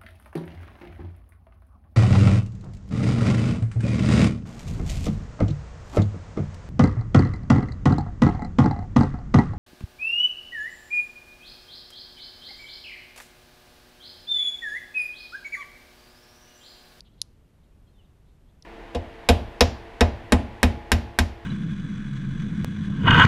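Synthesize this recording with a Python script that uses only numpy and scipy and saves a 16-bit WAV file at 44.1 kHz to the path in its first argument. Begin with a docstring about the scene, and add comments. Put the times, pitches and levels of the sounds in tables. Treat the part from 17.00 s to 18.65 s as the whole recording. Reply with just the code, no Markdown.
"""A nuthatch on a tree trunk close by gives one sharp dry tap on the bark and a few lighter ticks.
Each contact of bill or claws is an impulse that rings the bark's resonances for about a millisecond;
the sound then reflects and scatters off trunk, ground and trees.
Small birds chirp far away, in gliding whistles, over a low outdoor rumble."""
import sys
import numpy as np
from scipy import signal
from scipy.fft import rfft, irfft
from scipy.io import wavfile

SR = 44100
rng = np.random.default_rng(int(sys.argv[2]) if len(sys.argv) > 2 else 0)


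def master(y):
    """Save y as 16-bit WAV."""
    cut = np.clip(np.atleast_2d(y).T, -1, 1)
    pcm = np.round(cut * 32767)  # scale
    wavfile.write(sys.argv[1], SR, pcm.astype(np.int16))


N = 72765


def undb(db):
    """Amplitude grows tenfold for every 20 decibels."""
    return 10 ** (np.asarray(db) / 20)


def freqs():
    """The frequencies in Hz of a Fourier transform of 2N samples, kept just above zero."""
    return np.arange(N + 1) * SR / (2 * N) + 1e-6


def filtered(x, gain):
    """Zero-phase filtering multiplies the spectrum by a real gain per frequency."""
    return irfft(rfft(x, 2 * N) * gain)[:N]


def ring(gain):
    """Minimum phase: folding the cepstrum gives a causal impulse response with this gain."""
    cepstrum = irfft(np.log(gain + 1e-6))
    cepstrum[1:N] *= 2
    cepstrum[N + 1:] = 0
    return irfft(np.exp(rfft(cepstrum)))[:N]


def resonance(hz, width_hz):
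    """The response of a damped oscillator, 1 at its natural frequency."""
    f = freqs()
    return 1 / np.hypot(1, (f / hz - hz / f) * hz / width_hz)


def delayed(x, seconds):
    """A pure delay shifts a sound in time without changing its shape."""
    return np.concatenate([np.zeros(max(int(seconds * SR), 0)), x])[:N]


def walk(rate_hz):
    """Low-passed noise gives smooth random motion with a standard deviation of 1."""
    x = filtered(rng.standard_normal(N), np.exp(-(freqs() / rate_hz) ** 2))
    return x / x.std()


def tail(x, db, t60):
    """Reverberation: dense random reflections decay exponentially, by 60 dB in t60 seconds."""
    response = rng.standard_normal(N) * np.exp(-np.log(1000) * np.arange(N) / SR / t60)
    return signal.fftconvolve(x, response / np.linalg.norm(response))[:N] * undb(db)


def outdoor_rumble(rms_db=-55):
    """Steady noise with a falling spectrum is heard as a low rumble thinning into faint hiss."""
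    # The spectrum of the outdoor air. Each row: frequency in Hz, relative spectral density in dB.
    spectrum = [(12, -15.5), (25, -3), (50, -2), (100, -8), (200, -14.5), (400, -23), (800, -30.5),
                (1600, -37), (3200, -41), (5000, -46.5), (13500, -50)]
    hz, db = np.array(spectrum).T
    gain = undb(np.interp(np.log(freqs()), np.log(hz), db))
    noise = filtered(rng.standard_normal(N), gain)
    return noise / noise.std() * undb(rms_db)


def bark_taps(contrast):
    """Impulse excitation: each contact rings bark and struck flake; contrast scales the bark's peaks."""
    # Contacts of bill or claws. Each row: start in seconds, peak level in dB,
    # resonance of the struck flake in Hz, its emphasis in dB.
    contacts = [(.0060, -37, 2500, 17), (.0069, -29.5, 4710, 13.5), (0.2156, -28, 4620, 35),
                (0.217, -7.5, 4500, -8), (1.6241, -37.5, 5410, 17), (1.6271, -46, 3140, 15)]
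    # Resonances of the bark. Each row: frequency in Hz, width in Hz, relative level in dB.
    bark_modes = [(2802, 670, -24), (4073, 1000, 2.5), (4870, 700, -1.5), (5694, 1600, -2.5),
                  (6400, 600, -12), (9450, 650, -8.5), (10610, 800, -4), (10730, 650, -8)]
    low_hz, top_hz, skirt_exponent = 2370, 11800, 1.646
    f, out = freqs(), np.zeros(N)
    power = sum((undb(db) * resonance(hz, width) ** skirt_exponent) ** 2 for hz, width, db in bark_modes)
    bark = np.sqrt(power) ** contrast
    bark = bark / np.hypot(1, (low_hz / f) ** 3) / np.hypot(1, (f / top_hz) ** 12)
    for start, db, flake_hz, flake_db in contacts:
        flake = np.hypot(1, undb(flake_db) * resonance(flake_hz, width_hz=1200) ** 2)
        click = ring(bark * flake)
        out += delayed(click, start) * undb(db) / np.abs(click).max()
    return out


def with_reflections(direct, radiated):
    """Near surfaces mirror the direct sound; rough trunk, ground and trees scatter the radiated sound."""
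    # Close reflections. Each row: delay in seconds, gain in dB, treble limit in Hz.
    echoes = [(.0021, -42.5, 8000), (.0035, -25, 6000)]
    # Diffuse scatter. Each row: delay in seconds, gain in dB, reverberation time in seconds,
    # low and high band edges in Hz.
    scatter = [(.001, -25, .02, 2520, 8000), (.0066, -24.5, 0.02874, 7800, 14000),
               (.01, -33.5, .36, 2200, 6910)]
    f, out = freqs(), direct
    for lag, db, hz in echoes:
        dulled = filtered(direct, 1 / np.hypot(1, (f / hz) ** 2))
        out = out + undb(db) * delayed(dulled, lag)
    for lag, db, t60, low_hz, high_hz in scatter:
        band = filtered(radiated, 1 / np.hypot(1, low_hz / f) / np.hypot(1, f / high_hz))
        out = out + delayed(tail(band, db, t60), lag)
    return out


def distant_birds():
    """Random frequency modulation makes gliding whistles rasp; reverberation among trees blurs them."""
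    # Far chirps. Each row: start and length in seconds, first and last pitch in Hz,
    # level in dB, roughness from 0 to 1.
    chirps = [(.042, 0.049, 3580, 3410, -66.5, 0.96), (0.111, .055, 3720, 3503, -76, 0.87),
              (0.166, 0.058, 3430, 3950, -70, .9), (0.626, 0.03, 3440, 3540, -77.5, .8),
              (.865, 0.033, 3285, 3155, -76, 0.04), (.868, .05, 4085, 4250, -78, 0.13),
              (0.92, 0.081, 3800, 3366, -75.5, 0.08), (0.979, .036, 3200, 2806, -67.5, .04),
              (1.003, .035, 2905, 2575, -74.5, 0.09), (0.992, 0.092, 3310, 3140, -82.5, 0.5),
              (1.038, .03, 3870, 3470, -74.5, 0.17), (1.245, .09, 3520, 3710, -79.5, 0.58),
              (1.45, .04, 3200, 3200, -81.5, 0.18), (1.481, 0.034, 3400, 3690, -77, .6),
              (1.635, .025, 4320, 5100, -70, 0.4)]
    rasp_hz, flutter_db = 550, 1
    t, out = np.arange(N) / SR, np.zeros(N)
    for start, length, start_hz, end_hz, db, roughness in chirps:
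        progress = np.clip((t - start) / length, 0, 1)
        glide = start_hz + (end_hz - start_hz) * progress
        hz = glide + roughness * rasp_hz * walk(rate_hz=900)
        envelope = undb(db) * np.sqrt(2) * np.sin(np.pi * progress)
        out += envelope * np.sin(2 * np.pi * np.cumsum(hz) / SR)
    out = out * undb(flutter_db * walk(rate_hz=48))
    return out + tail(out, db=-5, t60=0.41)


def scene():
    """Superposition: the near taps add to the rumble and the far birds in one channel."""
    rumble = outdoor_rumble()
    direct = bark_taps(contrast=0.97)
    radiated = bark_taps(contrast=0.69)  # sound leaving in all directions shows the resonances less
    return (rumble + with_reflections(direct, radiated) + distant_birds())[None]


def record(dry, cutoff_hz=13750):
    """Band limiting: an elliptic low-pass filter cuts the highest treble steeply."""
    return signal.sosfilt(signal.ellip(10, .1, 80, cutoff_hz, fs=SR, output="sos"), dry)


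dry = scene()
out = record(dry)
master(out)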